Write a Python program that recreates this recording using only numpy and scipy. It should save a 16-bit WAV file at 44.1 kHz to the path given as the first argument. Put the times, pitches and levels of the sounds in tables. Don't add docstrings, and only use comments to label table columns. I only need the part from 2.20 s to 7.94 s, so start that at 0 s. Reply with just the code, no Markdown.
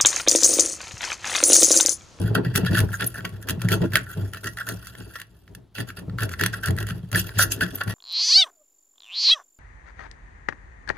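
import sys
import numpy as np
from scipy import signal
from scipy.fft import rfft, irfft, next_fast_len
from scipy.io import wavfile
from scipy.ndimage import uniform_filter1d, map_coordinates

SR = 44100
rng = np.random.default_rng(int(sys.argv[2]) if len(sys.argv) > 2 else 0)


def persist_wave(psi):
    counts = np.round(np.clip(psi, -1, 1) * 32767).astype(np.int16)
    wavfile.write(sys.argv[1], SR, np.atleast_2d(counts).T)


N = 253089


def chisel():
    # [t/s, length/s, block level at the bite/dB,
    # block level at the break/dB, blade level above block/dB, tearing level above block/dB]
    cut_rows = [(0.052, 0.04, -42, -50, -13, -14), (0.145, 0.0061, -33, -16.5, -9, -12),
                (0.248, .022, -29, -42, -9, -16.5), (0.344, 0.024, -29.5, -19, -7.5, -1.5),
                (0.439, 0.028, -47, -26.5, -3.5, -8.5), (0.508, 0.075, -46, -20.5, -7.5, -11),
                (.688, .005, -30, -39, -17, -11.5), (0.722, 0.017, -30, -25, -22, -3.5),
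                (.796, 0.028, -23, -23, -7, -14.5), (0.942, 0.046, -36.5, -32.5, -15, -10),
                (1.046, 0.0046, -30, -26, -6.5, -18), (1.217, .005, -29.5, -40, -20, -6),
                (1.273, 0.031, -37, -26.5, -1, -1.5), (1.395, 0.068, -40.5, -40, -7.5, -5),
                (1.489, 0.047, -31.5, -22.5, -2.5, 1), (1.617, 0.025, -36.5, -38.5, -4, -12.5),
                (1.716, 0.036, -42, -25.5, -4.5, -9), (1.755, 0.012, -10.5, -16, -22.5, -14),
                (1.865, 0.065, -45, -44.5, -31, -1.5), (2.131, .04, -29.5, -35.5, -7.5, -13.5),
                (2.234, 0.042, -36, -30, -7.5, -5), (2.373, 0.048, -30, -34.5, -12, -16),
                (2.47, 0.039, -29, -37.5, -10.5, -1.5), (2.627, 0.047, -72, -57, -11.5, 6),
                (2.763, 0.013, -43.5, -48.5, -6, -15), (2.892, 0.047, -55, -49.5, -3, 0.5),
                (2.958, .004, -29, -35.5, -5, -8), (2.986, .031, -48, -41, -6, -8),
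                (3.551, 0.058, -37, -34.5, 0.5, -2), (3.673, 0.028, -38.5, -37.5, -4.5, -3),
                (3.77, 0.0185, -34, -35, -3, -3), (3.984, .056, -30.5, -29.5, -4.5, -5.5),
                (4.087, .048, -39, -35.5, -7, -4), (4.193, .068, -26.5, -29.5, -1.5, -9),
                (4.328, 0.045, -34.5, -33.5, -4, -4), (4.432, 0.0495, -24, -29, -6.5, -7),
                (4.576, 0.04, -32, -28, -12.5, -10), (4.665, 0.041, -34.5, -32, -4.5, -4),
                (4.911, .038, -50, -11, -10, -11.5), (4.968, .03, -23, -25.5, 0, 5),
                (5.034, 0.054, -47, -38, -8, 2.5), (5.139, 0.036, -47, -35, -1.5, -6),
                (5.188, 0.043, -15, -18.5, -7, 5), (5.307, 0.013, -48.5, -28.5, 7, 13.5),
                (5.408, 0.028, -17, -30.5, -4.5, -6.5), (5.539, 0.057, -48, -48, -5, -1.5),
                (5.609, 0.0043, -7, -19, -14, -25.5), (5.675, 0.033, -26.5, -23.5, -8.5, -9)]
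    # [t/s, block level/dB, tearing level/dB]
    slide_rows = [(0, -37, -43.5), (.19, -49, -72), (.55, -34.5, -49), (.78, -59, -48.5), (.9, -50, -51.5),
                  (1.3, -53, -65), (1.66, -50, -54.5), (2.05, -49, -55.5), (2.24, -76, -53.5),
                  (2.6, -45, -50.5), (2.97, -50.5, -55.5), (3.06, -68, -72.5), (3.25, -70.5, -71),
                  (3.55, -90, -86.5), (3.72, -71, -63), (4.0, -75, -90), (4.2, -51, -53.5), (4.9, -57, -66),
                  (5.1, -46, -55), (5.55, -43.5, -47.5), (5.74, -65, -64)]
    # [t/s, block level/dB, crack level above block/dB]
    snap_rows = [(0.1516, -21.5, -9.5), (0.3533, -15, -16), (0.3581, -10.5, -4), (0.3754, -26.5, 8),
                 (0.449, -22.5, -18), (0.5516, -26.5, -11), (0.5818, -17.5, -4.5), (0.5898, -20, 2),
                 (0.603, -18.5, -3), (0.7183, -31, -23), (0.808, -16, -12), (0.829, -21, -14),
                 (0.8428, -32.5, 7.5), (0.9725, -33.5, -16.5), (1.0068, -30.5, -31), (1.0513, -17.5, -13),
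                 (1.092, -42, -1), (1.226, -40.5, 2.5), (1.287, -17, -6.5), (1.2956, -16.5, -5.5),
                 (1.306, -24, 3.5), (1.4176, -19, -10), (1.487, -15.5, -12), (1.5182, -12, -12),
                 (1.7208, -32, -12), (1.735, -20, -8), (1.7557, 0, -13), (1.7694, -10, -14),
                 (2.135, -25, -9), (2.146, -26.5, -15), (2.171, -28, -12.5), (2.2424, -26.5, -5),
                 (2.271, -24.5, -22.5), (2.334, -49.5, 5), (2.372, -22.5, -16), (2.3858, -27, -11),
                 (2.411, -28, -22), (2.468, -28.5, -8.5), (2.4883, -22.5, -2), (2.6701, -32, -2.5),
                 (2.752, -30, -20), (2.9559, -26, -22), (2.9875, -34.5, -20), (3, -29.5, -8),
                 (3.016, -25.5, -11), (3.278, -40.5, -23), (3.3494, -33.5, -3.5), (3.5833, -22.5, -15.5),
                 (3.6051, -20.5, -23), (3.7029, -26.5, -29), (3.79, -32.5, -12), (3.897, -33, -38),
                 (3.9856, -21, -24), (4.006, -24, -9), (4.0326, -22.5, -2), (4.0921, -27, -9),
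                 (4.115, -29, -13), (4.138, -22, -23.5), (4.197, -28, -4.5), (4.211, -12.5, -10),
                 (4.2365, -8.5, -14), (4.2617, -9.5, -7.5), (4.4348, -27, -9.5), (4.4589, -26.5, 3.5),
                 (4.4844, -23, -8), (4.5069, -27, -3), (4.565, -35, -4), (4.586, -19.5, -14),
                 (4.603, -34.5, 2.5), (4.6274, -24.5, -10.5), (4.6683, -28, -6), (4.6878, -23, -14),
                 (4.7072, -24, -18), (4.916, -28, -3.5), (4.9288, -17.5, -12), (4.9479, -13, -34),
                 (4.9574, -20.5, 0), (5.0921, -23, -31), (5.1913, -18, -2), (5.3184, -39, 1),
                 (5.4088, -13.5, -18), (5.4202, -27.5, -11), (5.4388, -26.5, -24), (5.4635, -27, -17.5),
                 (5.5851, -29, -25), (5.6114, -19.5, -18.5), (5.6355, -39.5, 7), (5.6798, -25.5, -12.5)]
    # [f/Hz, width/Hz, relative level/dB]
    block_modes = [(606, 170, -9.5), (1118, 21, -1.5), (1369.5, 67, 6.5), (1523, 163, 6.5), (1655, 130, 7),
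                   (1757, 51, 7.5), (1901, 43, 2.5)]
    # [f/Hz, width/Hz, relative level/dB]
    blade_modes = [(2710, 172, 3), (3404, 150, 1), (3860, 82, -3.5), (4662, 310, -3)]
    # [f/Hz, relative density level/dB]
    tearing_spectrum = [(2000, -24), (4000, -8), (5500, -2.5), (7000, -3.5), (7800, -9), (9000, -2),
                        (10500, 2), (11500, -6.5), (12400, 1), (14000, -2), (15600, -19), (15850, -14),
                        (16000, -35.5)]
    bite_db_per_s, let_go_db_per_s = 3501.5, 953
    growth_db, tear_let_go_db_per_s = 4, 850
    lift_s, lift_db, lift_db_per_s = 0.044, -2, 703

    s, length, bite_db, break_db, blade_db, tear_db = np.transpose(cut_rows)
    block = strokes(s, length, bite_db, break_db, bite_db_per_s, let_go_db_per_s)
    blade = strokes(s, length, bite_db + blade_db - growth_db, break_db + blade_db,
                    bite_db_per_s, tear_let_go_db_per_s)
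    tear = strokes(s, length, bite_db + tear_db - growth_db, break_db + tear_db,
                   bite_db_per_s, tear_let_go_db_per_s)

    lifted = strokes(s - lift_s, lift_s, lift_db, lift_db, lift_db_per_s, bite_db_per_s)
    slide, slide_tear = amp(curves(slide_rows)) / (1 + lifted)

    ticking = slips(rate=170, spread_db=2, t60=0.022, steady=0.6)
    flowing = np.clip(uniform_filter1d(tear, size=SR // 30) / amp(-15.5), 0, .85)
    slip = flowing + (1 - flowing) * ticking

    s, snap_db, crack_db = np.transpose(snap_rows)
    knock = bursts(s, snap_db + 6.5, t60=0.0073, rise=0.0011, click=1.64)
    crack = bursts(s, snap_db + crack_db + 2.5, t60=0.019, rise=0.00027, click=0.44)

    rubbed = (1.007 * block + slide) * slip * grains(2.8, 500)
    wood = filtered(patchy(rubbed, depth_db=4), resonant(block_modes))
    in_step = resonant(block_modes, ratio=0.88)
    wood = wood + filtered(knock, lambda hz: in_step(hz) * (1j * hz / (1j * hz + 700)) ** 2)

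    rasp = (0.75 * blade + 0.47 * slide + 0.23 * slide_tear) * slip * grains(1.5, 760)
    steel_drive = patchy(rasp, depth_db=2.5) + 0.27 * knock + 0.41 * crack
    steel = filtered(steel_drive, resonant(blade_modes))

    torn = (1.125 * tear + 2.5 * slide_tear) * slip * grains(1.2, 1200)
    fibres = filtered(patchy(torn, depth_db=5.5) + crack,
                      lambda hz: unit(amp(along(tearing_spectrum, hz))))

    wood_ports = ports(wood, 1.0, -0.000058, -.2)
    steel_ports = ports(steel, 0.16, -0.000073, -1.4)
    return wood_ports + steel_ports + ports(fibres, 0.64, 0.0002844, -.2)


def slips(rate, spread_db, t60, steady):
    sizes = amp(spread_db * np.minimum(rng.exponential(size=N), 2.5))
    kicks = (rng.random(N) < rate / SR) * sizes
    decay = amp(-60 * np.arange(SR // 20) / SR / t60)
    fading = signal.fftconvolve(kicks, decay)[:N]
    return unit(steady + unit(fading))


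def patchy(x, depth_db):
    z = signal.stft(x, nperseg=256)[2]
    field = uniform_filter1d(rng.standard_normal(z.shape[1:]), 3, axis=0)
    field = uniform_filter1d(field, 8, axis=1)
    gain = amp(depth_db * (unit(field) - 0.3 * depth_db))
    return signal.istft(z * gain, nperseg=256)[1][:, :N]


def squeaks():
    # [t/s, start f/Hz, end f/Hz, length/s, level/dB]
    squeak_rows = [(0.862, 15850, 10080, 0.019, -17), (5.553, 14560, 11900, 0.0078, -20)]
    track = np.zeros(N)
    for s, from_hz, to_hz, length, db in squeak_rows:
        u = np.arange(round(length * SR)) / (length * SR)
        glide = to_hz + (from_hz - to_hz) * (1 - u) ** 2
        hz = glide + 900 * rng.standard_normal(len(u))
        tone = np.sin(2 * np.pi * np.cumsum(hz) / SR)
        track[round(s * SR):][:len(u)] += amp(db) * np.sin(np.pi * u) * tone
    return ports(np.array([track, track]), 1, 3.02e-4, 0)


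def bench():
    # [t/s, jolt level/dB, second mode level above first/dB,
    # rocking level/dB, upper modes level above rocking/dB]
    jolt_rows = [(.043, -13, 3, -41, -28), (0.107, -10, -2, -54, -10), (.156, -25, 13, -39, 12),
                 (0.261, -17, 4.5, -31, -4), (0.353, -19, 3, -27.5, 5.5), (.433, -19, 11, -29.5, -4),
                 (.505, -14, 6, -18, 3.5), (.61, -11, -12, -17, -7.5), (0.699, -44, -14, -36, -26),
                 (0.817, -37, -23, -31, 0), (0.985, -24, -3.5, -44.5, -3.5), (1.045, -25, -7, -42, 2),
                 (1.124, -39, 17, -31, -25), (1.305, -15.5, -4, -25.5, 0), (1.376, -25, 10.5, -47, -13),
                 (1.444, -15.5, 8.5, -22.5, -10), (1.521, -29, -9, -24, 5), (1.608, -9.5, -6, -26.5, 3.5),
                 (1.736, -29, 12, -31, 3), (1.971, -23, 4, -25, -8.5), (2.03, -36, -8, -33.5, -27),
                 (2.256, -45, -7, -36.5, 0), (2.487, -47, -8, -35.5, 0.5), (2.544, -26, -8, -35.5, -12),
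                 (2.776, -27.5, -15, -40, 0), (3.295, -42.5, -32, -44.5, -4.5), (3.351, -51, -4, -55, 10.5),
                 (3.589, -19, -13, -28, -0.5), (3.781, -32, -1, -41.5, 8), (3.881, -15, -3, -32.5, -17),
                 (3.931, -32.5, 12, -39, -8), (4.019, -18.5, -25, -22, -5.5), (4.215, -25, -1, -31, 2.5),
                 (4.257, -20, -24, -30, -17), (4.486, -16.5, 7.5, -17, -7), (4.603, -27, -4, -32.5, -6),
                 (4.708, -28, 12, -29.5, -1.5), (4.834, -24, 0, -56, -24), (4.94, -36, -12, -21, 0),
                 (5.172, -16.5, -4, -23.5, -24), (5.234, -30, -3, -39, 3), (5.349, -53, -7, -62, -18),
                 (5.417, -18, -17, -37.5, 9.5), (5.67, -25, 3, -24.5, -3.5)]
    # [t/s, rocking level/dB]
    lean_rows = [(0, -22.5), (.6, -41), (1.0, -44.5), (1.6, -43), (2.2, -47.5), (2.9, -51), (3.25, -60.5),
                 (3.5, -62), (3.8, -48.5), (4.4, -39), (4.9, -47), (5.3, -37), (5.74, -40.5)]
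    # [f/Hz, width/Hz, relative level/dB]
    low_modes = [(61.4, 12, -12), (104.7, 10.7, -1.5)]
    middle_modes = [(124.1, 6, -3.5), (180.7, 16.8, -1.5)]
    upper_modes = [(265.7, 36, -7), (335.7, 20, 0.5), (412.4, 59.4, 2.5), (643, 31, 5.5), (860, 330, -0.5)]
    shove_db_per_s, shove_s = 903.5, 0.016
    rock_db_per_s, upper_db_per_s = 152, 238
    lean_upper_db = -1.5

    s, jolt_db, second_db, rock_db, up_db = np.transpose(jolt_rows)
    lean = amp(curves(lean_rows)[0])
    shake = lean + strokes(s, shove_s, rock_db, rock_db, shove_db_per_s, rock_db_per_s)
    upper_db = rock_db + up_db
    rattle = amp(lean_upper_db) * lean
    rattle = rattle + strokes(s, shove_s, upper_db, upper_db, shove_db_per_s, upper_db_per_s)
    first = bursts(s, jolt_db - 8.0, t60=0.077, rise=0.0032, click=16)
    second = bursts(s, jolt_db + second_db - 0.5, t60=0.032, rise=0.01, click=8.2)

    lumps = wobble(25)
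    phase = 2 * np.pi * np.cumsum(low_modes[-1][0] + 7 * wobble(14)) / SR
    rocking = shake * amp(1.8 * lumps) * np.array([np.sin(phase), np.cos(phase)])

    def soft(modes, ratio):
        return lambda hz: resonant(modes, ratio)(hz) / (1 + 1j * hz / 700) ** 2

    low_force = 0.26 * shake * grains(0.4, 31, lumps) + first
    low = rocking + filtered(low_force, soft(low_modes, 0.73))
    sway = amp(-26.0) * shake ** 0.51 * grains(1.0, 38)
    low = low + filtered(sway, resonant(low_modes[:1]))
    middle_force = 0.59 * rattle * grains(0.5, 40, lumps) + second
    middle = filtered(middle_force, soft(middle_modes, -0.7))
    upper_force = 0.67 * rattle * grains(3.73, 45, lumps) + 0.045 * second
    upper = filtered(upper_force, soft(upper_modes, -0.58))

    low_ports = ports(low, 0.95, 0.000017, 0.67)
    middle_ports = ports(middle, 0.84, -0.00005, 0.68)
    return low_ports + middle_ports + ports(upper, 0.34, -0.00003, 2.3)


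def walls(x):
    # [f/Hz, t60/s]
    decay_times = [(150, .35), (1500, 0.21), (10000, 0.1)]
    hz, t, z = signal.stft(rng.standard_normal((2, SR // 2)), SR, nperseg=256)
    decay = amp(-60 * t / along(decay_times, hz)[:, None])
    tail = signal.istft(z * decay, SR, nperseg=256)[1]
    return signal.fftconvolve(x, tail / np.linalg.norm(tail[0]), axes=1)[:, :N]


def hush():
    # [f/Hz, relative density level/dB]
    air_spectrum = [(15, -33), (25, 3.5), (127, -8.5), (427, -19), (575, -32.5), (659, -17.5), (714, -24.5),
                    (1100, -29.5), (2220, -47), (3250, -30.5), (8590, -55.5), (10400, -49), (16000, -61)]
    noise = filtered(rng.standard_normal((2, N)), lambda hz: amp(along(air_spectrum, hz)))
    return amp(-60.0) * ports(unit(noise), 0.86, 0, .5)


def strokes(s, length, first_db, last_db, rise_db_per_s, fall_db_per_s):
    gain, t = np.zeros(N), np.arange(N) / SR
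    for start, run, a_db, b_db in np.broadcast(s, length, first_db, last_db):
        begin = max(0, round((start - 60 / rise_db_per_s) * SR))
        end = round((start + run + 60 / fall_db_per_s) * SR)
        u = t[begin:end] - start
        level = np.interp(u, [0, run], [a_db, b_db])
        level = level + rise_db_per_s * np.minimum(u, 0) - fall_db_per_s * np.maximum(u - run, 0)
        gain[begin:end] += amp(level)
    return gain


def bursts(times, levels_db, t60, rise, click):
    track, t = np.zeros((2, N + SR)), np.arange(SR // 10) / SR
    for s, db in zip(times, levels_db):
        envelope = amp(-60 * t / t60) * (1 - np.exp(-t / rise))
        puff = envelope * rng.standard_normal((2, len(t)))
        puff[0, 0] = click
        puff[0, rng.integers(8, 60)] += click * rng.uniform(-1.1, 1)
        start = round(s * SR)
        track[:, start:start + len(t)] += amp(db) * puff
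    return track[:, :N]


def grains(rough_db, rate, shared=0):
    envelope = amp(rough_db * (wobble(rate) + shared))
    return unit(envelope * rng.standard_normal((2, N)))


def resonant(modes, ratio=-1):
    def shape(f):
        return sum(ratio ** k * amp(db) * 1j * f * w / (c * c - f * f + 1j * f * w)
                   for k, (c, w, db) in enumerate(modes))
    return lambda f: shape(f) / np.sqrt(np.mean(abs(shape(f)) ** 2))


def ports(pair, alike, left_lag_s, left_lean_db):
    turn = np.arccos(np.clip(alike, -1, 1)) / 2
    both = np.cos(turn) * pair[0] + np.sin(turn) * np.array([pair[1], -pair[1]])
    side = np.array([[.5], [-.5]])
    return filtered(both, lambda hz: amp(left_lean_db * side)
                    * np.exp(-2j * np.pi * hz * left_lag_s * side))


def filtered(x, response):
    m = next_fast_len(N + SR // 2)
    return irfft(rfft(x, m) * response(np.fft.rfftfreq(m, 1 / SR)), m)[..., :N]


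def wobble(rate):
    knots = rng.standard_normal(int(N * rate / SR) + 4)
    return map_coordinates(knots, [np.arange(N) * rate / SR])


def curves(rows):
    s, *cols = np.transpose(rows)
    return np.array([np.interp(np.arange(N) / SR, s, c) for c in cols])


def along(points, hz):
    f, v = np.transpose(points)
    return np.interp(np.log(hz + 1), np.log(f + 1), v)


def unit(x):
    return x / np.sqrt(np.mean(x ** 2) + 1e-20)


def amp(db):
    return 10 ** (np.asarray(db) / 20)


def scene():
    tool = chisel() + squeaks()
    return tool + amp(-12.0) * walls(tool) + bench() + hush()


def record(dry):
    top_hz = 16532
    thin = filtered(dry, lambda hz: (1j * hz / (1j * hz + 40)) ** 2)
    rounded = thin / (1 + abs(thin / .9) ** 6) ** (1 / 6)
    return filtered(rounded, lambda hz: hz < top_hz)


dry = scene()
out = record(dry)
persist_wave(out)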